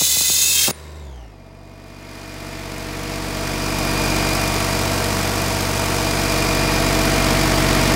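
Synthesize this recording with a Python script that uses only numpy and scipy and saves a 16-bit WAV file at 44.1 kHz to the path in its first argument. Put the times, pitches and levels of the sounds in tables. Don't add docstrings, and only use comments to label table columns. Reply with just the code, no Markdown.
import sys
import numpy as np
from scipy import signal
from scipy.fft import rfft, irfft, next_fast_len
from scipy.io import wavfile
from scipy.ndimage import map_coordinates

SR = 44100
rng = np.random.default_rng(int(sys.argv[2]) if len(sys.argv) > 2 else 0)


def int16_out(signal):
    q = np.round(np.clip(np.atleast_2d(signal).T, -1, 1) * 32767)
    wavfile.write(sys.argv[1], SR, q.astype(np.int16))


N = 350595
TIME = np.arange(N) / SR

# time in seconds, firings a second.
ENGINE_SPEED = [(0, 75.75), (0.99, 75.62), (1.17, 60.78), (1.38, 47.03), (1.65, 48.16), (2.5, 47.6),
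                (3.3, 47.79), (6.2, 47.77), (7.95, 47.29)]
# begun, complete, starting back and over, all in seconds.
BEHIND_CANOPY = (0.78, 1.08, 1.62, 2.15)
HELD_HIGH = (4.101, 4.9, 5.75, 6.6)
TURN, SEAT, SHUT = 0.51, 0.683, 0.711


def amp(db):
    return 10 ** (np.asarray(db) / 20)


def unit(x):
    return x / np.sqrt(np.mean(x ** 2) + 1e-20)


def curves(rows):
    seconds, *columns = np.transpose(rows)
    return [np.interp(TIME, seconds, column) for column in columns]


def colour(points, hz):
    f, db = np.transpose(points)
    return amp(np.interp(np.log(hz + 1), np.log(f), db))


def filtered(x, response):
    size = next_fast_len(len(x) + SR // 4)
    hz = np.fft.rfftfreq(size, 1 / SR)
    return irfft(rfft(x, size) * response(hz), size)[:len(x)]


def below(hz, edge_hz, order=4):
    return 1 / (1 + (hz / edge_hz) ** order)


def noise():
    return rng.standard_normal(N)


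def wobble(rate):
    knots = rng.standard_normal(int(N * rate / SR) + 4)
    return map_coordinates(knots, [TIME * rate])


def narrow(turns, width_hz):
    phase = 2 * np.pi * turns
    return unit(wobble(width_hz) * np.cos(phase) + wobble(width_hz) * np.sin(phase))


def move(times):
    return np.interp(TIME, np.sort(times), [0, 1, 1, 0])


def nearness():
    # time in seconds, level in dB.
    walk = [(0, -48.5), (0.8, -44.5), (1.06, -43), (1.34, -46), (1.95, -42.5), (2.45, -36), (4.1, -23),
            (5.6, -24.5), (7.31, -20.5), (7.93, -20), (7.95, -21)]
    return curves(walk)[0]


def frontal():
    # time in seconds, place from 0 to 1.
    places = [(0, 1), (2.5, 0.64), (3.6, 0.09), (6, 0.019), (7.9, 0.48)]
    return np.clip(curves(places)[0], 0, 1)


def drive(idle_rate=48, full_above=8.7):
    return np.clip((curves(ENGINE_SPEED)[0] - idle_rate) / full_above, 0, 1)


def crank():
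    firings = np.cumsum(curves(ENGINE_SPEED)[0]) / SR
    firings -= np.interp(4.0197, TIME, firings)
    return firings, firings / 3


def clatter(cycles, ring_t60=0.12, tick_t60=0.031, jitter_s=.00006, tick_scatter_db=1.9,
            knock_db=-1.0, rush_db=-2, surge=0.12):
    # share of the cycle, relative levels of knock and tick in dB.
    blows = [(0.0, -3.5, -5), (0.14, -3, -5), (0.27, 1.5, 5), (0.325, -10, -2), (0.53, -0.5, 1),
             (0.645, 1.5, 2.5), (0.7, -7.5, -9), (0.81, 1.5, -2.5), (0.96, -8.5, 2)]
    t = np.arange(SR // 8) / SR
    knocks, taps = np.zeros(N), np.zeros(N)
    whole = np.arange(np.ceil(cycles[0]), np.floor(cycles[-1]) + 1)
    for share, blow_db, tap_db in blows:
        seconds = np.interp(whole + share, cycles, TIME, right=-1)
        seconds = seconds + jitter_s * rng.standard_normal(len(whole))
        at = np.round(seconds * SR).astype(int)
        at = at[(at >= 0) & (at < N)]
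        ring = rng.standard_normal(len(t)) * amp(-60 * t / ring_t60)
        blow_train = amp(blow_db) * np.bincount(at, minlength=N)
        knocks += signal.fftconvolve(blow_train, ring)[:N]
        tap_gains = amp(tap_db + tick_scatter_db * rng.standard_normal(len(at)))
        taps += np.bincount(at, tap_gains, N)
    tick_envelope = signal.fftconvolve(taps, amp(-60 * t / tick_t60))[:N]
    ticks = unit(noise() * tick_envelope)
    heavy = filtered(unit(knocks), lambda hz: below(hz, 1370, order=2))
    sharp = filtered(ticks, lambda hz: 1 - below(hz, 4700, order=2))
    rush = noise() * (1 + surge * np.cos(2 * np.pi * 3 * cycles))
    return amp(knock_db) * heavy + sharp + amp(rush_db) * rush


def engine(cycles, low_db=-2.5, middle_db=-3.0, high_db=-6.5, middle_shade_db=-8, high_shade_db=-9,
           high_front_db=-4, high_lift_db=0.6):
    # frequency in Hz, relative spectrum level in dB.
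    block = [(30, -26), (76, -6.5), (130, -6.5), (219, -8), (313, -5), (340, -1), (477, -2.5), (538, -6),
             (657, -6.5), (819, -5.5), (961, -6), (1650, -15), (2410, -14), (3010, -17.5), (4960, -20),
             (15500, -36)]
    # resonance in Hz, width in Hz, gain added in dB.
    side_panels = [(218, 94, -4.5), (688, 132, 2.5), (937, 58, -2), (1115, 38, -12), (1345, 130, -7),
                   (1574, 21, 0), (1885, 78, -6.5), (2270, 170, -9), (4880, 1000, -7)]
    # resonance in Hz, width in Hz, gain added in dB.
    front_panels = [(226, 60, 4), (375, 190, -30), (640, 73, 1.5), (1805, 150, 2), (2110, 86, 4.5),
                    (2490, 66, -17), (4770, 670, -10)]
    source, front, hidden = clatter(cycles), frontal(), move(BEHIND_CANOPY)

    def ringing(panels, hz):
        return 1 + sum(amp(db) / (1 + (2 * (hz - centre) / width) ** 2) for centre, width, db in panels)

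    def through(panels):
        return unit(filtered(source, lambda hz: colour(block, hz) * ringing(panels, hz)))

    sound = front * through(front_panels) + (1 - front) * through(side_panels)
    low = filtered(sound, lambda hz: below(hz, 1200, order=8))
    high = filtered(sound, lambda hz: 1 - below(hz, 5500, order=8))
    middle = sound - low - high
    middle_level_db = middle_db + middle_shade_db * hidden
    high_level_db = high_db + high_shade_db * hidden + high_front_db * front + high_lift_db * move(HELD_HIGH)
    bands = amp(low_db) * unit(low) + amp(middle_level_db) * unit(middle) + amp(high_level_db) * unit(high)
    return amp(nearness()) * bands


def throb(firings, close_db=-23, unsteady_db=0.25, falter_db=-5, falter_at=0.74, falter_s=0.05):
    # level in dB at idle up close, dB gained per dB of nearness, then dB added at full speed,
    # behind the canopy and held high.
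    pulses = [(-24.5, 1.0, 10, 3, -3.5), (-27.5, 0.77, -1, 0.5, 3.5), (-27, 1.02, -9, 2.8, -3.5),
              (-34.5, 1.5, 7, 8.3, -1)]
    multiples = 1, 2, 3, 8 / 3
    nearer_db = nearness() - close_db
    fast, hidden, high = drive(), move(BEHIND_CANOPY), move(HELD_HIGH)
    dip_db = falter_db * np.exp(-((TIME - falter_at) / falter_s) ** 2)
    out = np.zeros(N)
    for k, (idle_db, slope, fast_db, hidden_db, high_db) in zip(multiples, pulses):
        level_db = idle_db + slope * nearer_db + fast_db * fast + hidden_db * hidden + high_db * high
        gain = amp(level_db + dip_db + unsteady_db * wobble(13))
        out += gain * np.cos(2 * np.pi * k * firings)
    return out


def drone(cycles, waver_db=2.0, rumble_db=-18):
    # multiple of the cycle rate, level in dB against nearness beside the canopy, the same at the drawbar.
    hums = [(5, -26, -19), (12, -13, -15), (13, -21.5, -24), (14, -18, -25), (15, -23.5, -9),
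            (16, -15, -13), (18, -23, -26), (23, -20.5, -19), (24, -20, -39), (30, -9, -17.5),
            (39, -22, -12.5), (42, -17.5, -17), (72, -18, -24)]
    front = frontal()
    hum = np.zeros(N)
    for k, side_db, front_db in hums:
        level_db = side_db + front * (front_db - side_db) + waver_db * wobble(1.993)
        lag = 0 if round(k) in (12, 15, 18) else rng.random()
        hum += amp(level_db) * np.sqrt(2) * np.cos(2 * np.pi * (round(k) * cycles + lag))
    soft = [(20, -28), (45, -21), (100, -9), (180, 10), (300, -16), (900, -70)]  # Hz, relative dB
    rumble = unit(filtered(noise(), lambda hz: colour(soft, hz)))
    return amp(nearness()) * (hum + amp(rumble_db) * rumble)


def fan(firings, level_db=-7.0, overtones_db=(0, -12, -15), waver_db=0.8, shade_db=-4, held_high_db=-4.0,
        fast_db=-5):
    blades = 6.533 * firings
    tone = np.zeros(N)
    for k, db in enumerate(overtones_db, 1):
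        turns = k * (blades + 0.036 * wobble(12))
        tone += amp(db + waver_db * wobble(4.7)) * np.cos(2 * np.pi * turns)
    place_db = shade_db * move(BEHIND_CANOPY) + held_high_db * move(HELD_HIGH)
    return amp(nearness() + level_db + place_db + fast_db * drive()) * np.sqrt(2) * tone


def whine(firings, level_db=-14.5, line_db=-3.0, fuzz_db=-6.0, octave_db=-6, loaded_db=2.5, shade_db=-7,
          flutter=0.18):
    # centre in seconds, half length in seconds, rise in dB.
    swells = [(1.8, 0.9, 6), (4.03, 0.64, 8), (6.5, 0.52, 7.5)]
    mesh = 50.8 * firings
    fast = drive()
    line = np.cos(2 * np.pi * (mesh + .15 * wobble(25)))
    line = unit(line * (1 - flutter * np.cos(2 * np.pi * firings / 3)))
    idle = amp(line_db) * line + amp(fuzz_db) * narrow(mesh, width_hz=120)
    idle += amp(octave_db) * narrow(2 * mesh, width_hz=300)
    hoarse = narrow(mesh, width_hz=400) + amp(-4) * narrow(2 * mesh, width_hz=610)
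    swell_db = sum(db * np.exp(-((TIME - s) / half) ** 2) for s, half, db in swells)
    gain = amp(nearness() + level_db + swell_db + shade_db * move(BEHIND_CANOPY))
    return gain * ((1 - fast) * idle + fast * amp(loaded_db) * hoarse)


def valve_ping(cycles, level_db=-20, hz=8550, share=0.02, length=0.07, width_hz=350):
    offset = (cycles - share + .5) % 1 - .5
    pulse = np.exp(-(offset / length) ** 2)
    return amp(nearness() + level_db) * move(HELD_HIGH) * pulse * narrow(hz * TIME, width_hz)


def whistles(width_hz=110, fade_s=0.036):
    # start in seconds, end in seconds, frequency in Hz, level in dB against the hiss.
    modes = [(-0.1, 0.48, 2040, -24.5), (0.24, 0.5, 6700, -10), (0.42, 0.635, 2620, -15),
             (0.55, 0.65, 3210, -11.5)]
    out = np.zeros(N)
    for start, end, hz, db in modes:
        gate = np.clip(np.minimum(TIME - start, end - TIME) / fade_s, 0, 1)
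        out += amp(db) * gate * narrow(hz * TIME, width_hz)
    return out


def air_jet(level_db=-15.5, throttled_db=1.0, seated_db=-7, turn_s=0.12, seat_s=0.018, flutter_db=0.66,
            shut_t60=0.011, roar_db=-25, seated_roar_db=13, echo_db=-4):
    # frequency in Hz, relative spectrum level in dB.
    open_hiss = [(1100, -30), (1750, -18), (2020, -18), (2300, -12), (2600, -6.5), (3000, -6.5),
                 (3600, 1.5), (5600, -1.5), (6500, 3.5), (7700, 2.5), (8700, -5), (10200, 2), (11400, -11),
                 (12500, -7), (13500, -2)]
    # frequency in Hz, relative spectrum level in dB.
    gap_hiss = [(900, -26), (1900, -8.5), (2700, -3.5), (5000, -1.5), (6600, 1.5), (8500, -3), (10000, -1),
                (12000, -8.5), (14500, -3), (15600, -1.5)]
    closing = np.clip((TIME - TURN) / turn_s, 0, 1)
    seated = np.clip((TIME - SEAT) / seat_s + .5, 0, 1)

    def rush(spectrum):
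        return unit(filtered(noise(), lambda hz: colour(spectrum, hz)))

    def late(x, delay):
        return map_coordinates(x, [(TIME - delay) * SR])

    hiss = np.sqrt(1 - closing) * rush(open_hiss) + np.sqrt(closing) * rush(gap_hiss)
    bounce = .00202 - .00023 * np.minimum(TIME, SHUT)
    echoes = late(hiss, bounce) + .35 * late(hiss, 2 * bounce) + .35 * late(hiss, .00077)
    combed = unit(hiss + amp(echo_db) * filtered(echoes, lambda hz: below(hz, 9000)))
    roar = rush([(30, -30), (80, -2), (300, -7), (900, -9), (2000, -7), (6000, -60)])
    valve_db = throttled_db * closing + seated_db * seated - 60 * np.maximum(TIME - SHUT, 0) / shut_t60
    flow = combed + whistles() + amp(roar_db + seated_roar_db * seated) * roar
    return amp(level_db + valve_db + flutter_db * wobble(90.8)) * flow


def valve_squeal(level_db=-33, start_hz=9900, end_hz=9350, t60=0.26):
    t = TIME - 0.69
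    pitch = end_hz + (start_hz - end_hz) * np.exp(-np.abs(t) / .02)
    fade = (t > 0) * amp(level_db - 60 * np.abs(t) / t60)
    return fade * narrow(np.cumsum(pitch) / SR, width_hz=270)


def puffs(drop_hz=1250, end_hz=105, fall_s=0.00189, t60=0.044, level_db=1):
    # start in seconds, relative peak level in dB.
    thumps = [(0.0102, -25), (0.018, -21.5), (0.168, -25.5), (0.209, -26), (0.2987, -23.5), (0.675, -26),
              (0.68, -17), (0.6837, -19), (0.687, -23), (0.692, -21.5), (0.702, -24), (0.7074, -19)]
    out = np.zeros(N)
    t = np.arange(SR // 20) / SR
    turns = np.cumsum(end_hz + drop_hz / (1 + (t / fall_s) ** 2.13)) / SR
    shape = (1 - np.exp(-t / 0.0011)) * amp(-60 * t / t60)
    shape /= shape.max()
    for s, db in thumps:
        thump = shape * np.sin(2 * np.pi * (turns + rng.random()))
        out[max(round(s * SR), 0):][:len(t)] += amp(db + level_db) * thump
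    out *= amp(-60 * np.maximum(TIME - SHUT, 0) / 0.015)
    return filtered(out, lambda hz: 1 - below(hz, 70))


def scuff(at=1.872, level_db=-57, width_s=.012):
    grit = unit(filtered(noise(), lambda hz: 1 - below(hz, 5000)))
    return amp(level_db) * np.exp(-((TIME - at) / width_s) ** 2) * grit


def scene():
    firings, cycles = crank()
    machine = engine(cycles) + throb(firings) + drone(cycles) + fan(firings) + whine(firings) + valve_ping(cycles)
    air = air_jet() + valve_squeal() + puffs()
    return (machine + air + scuff())[None]


def record(dry, top_hz=15780):
    return filtered(dry[0], lambda hz: hz < top_hz)[None]


dry = scene()
out = record(dry)
int16_out(out)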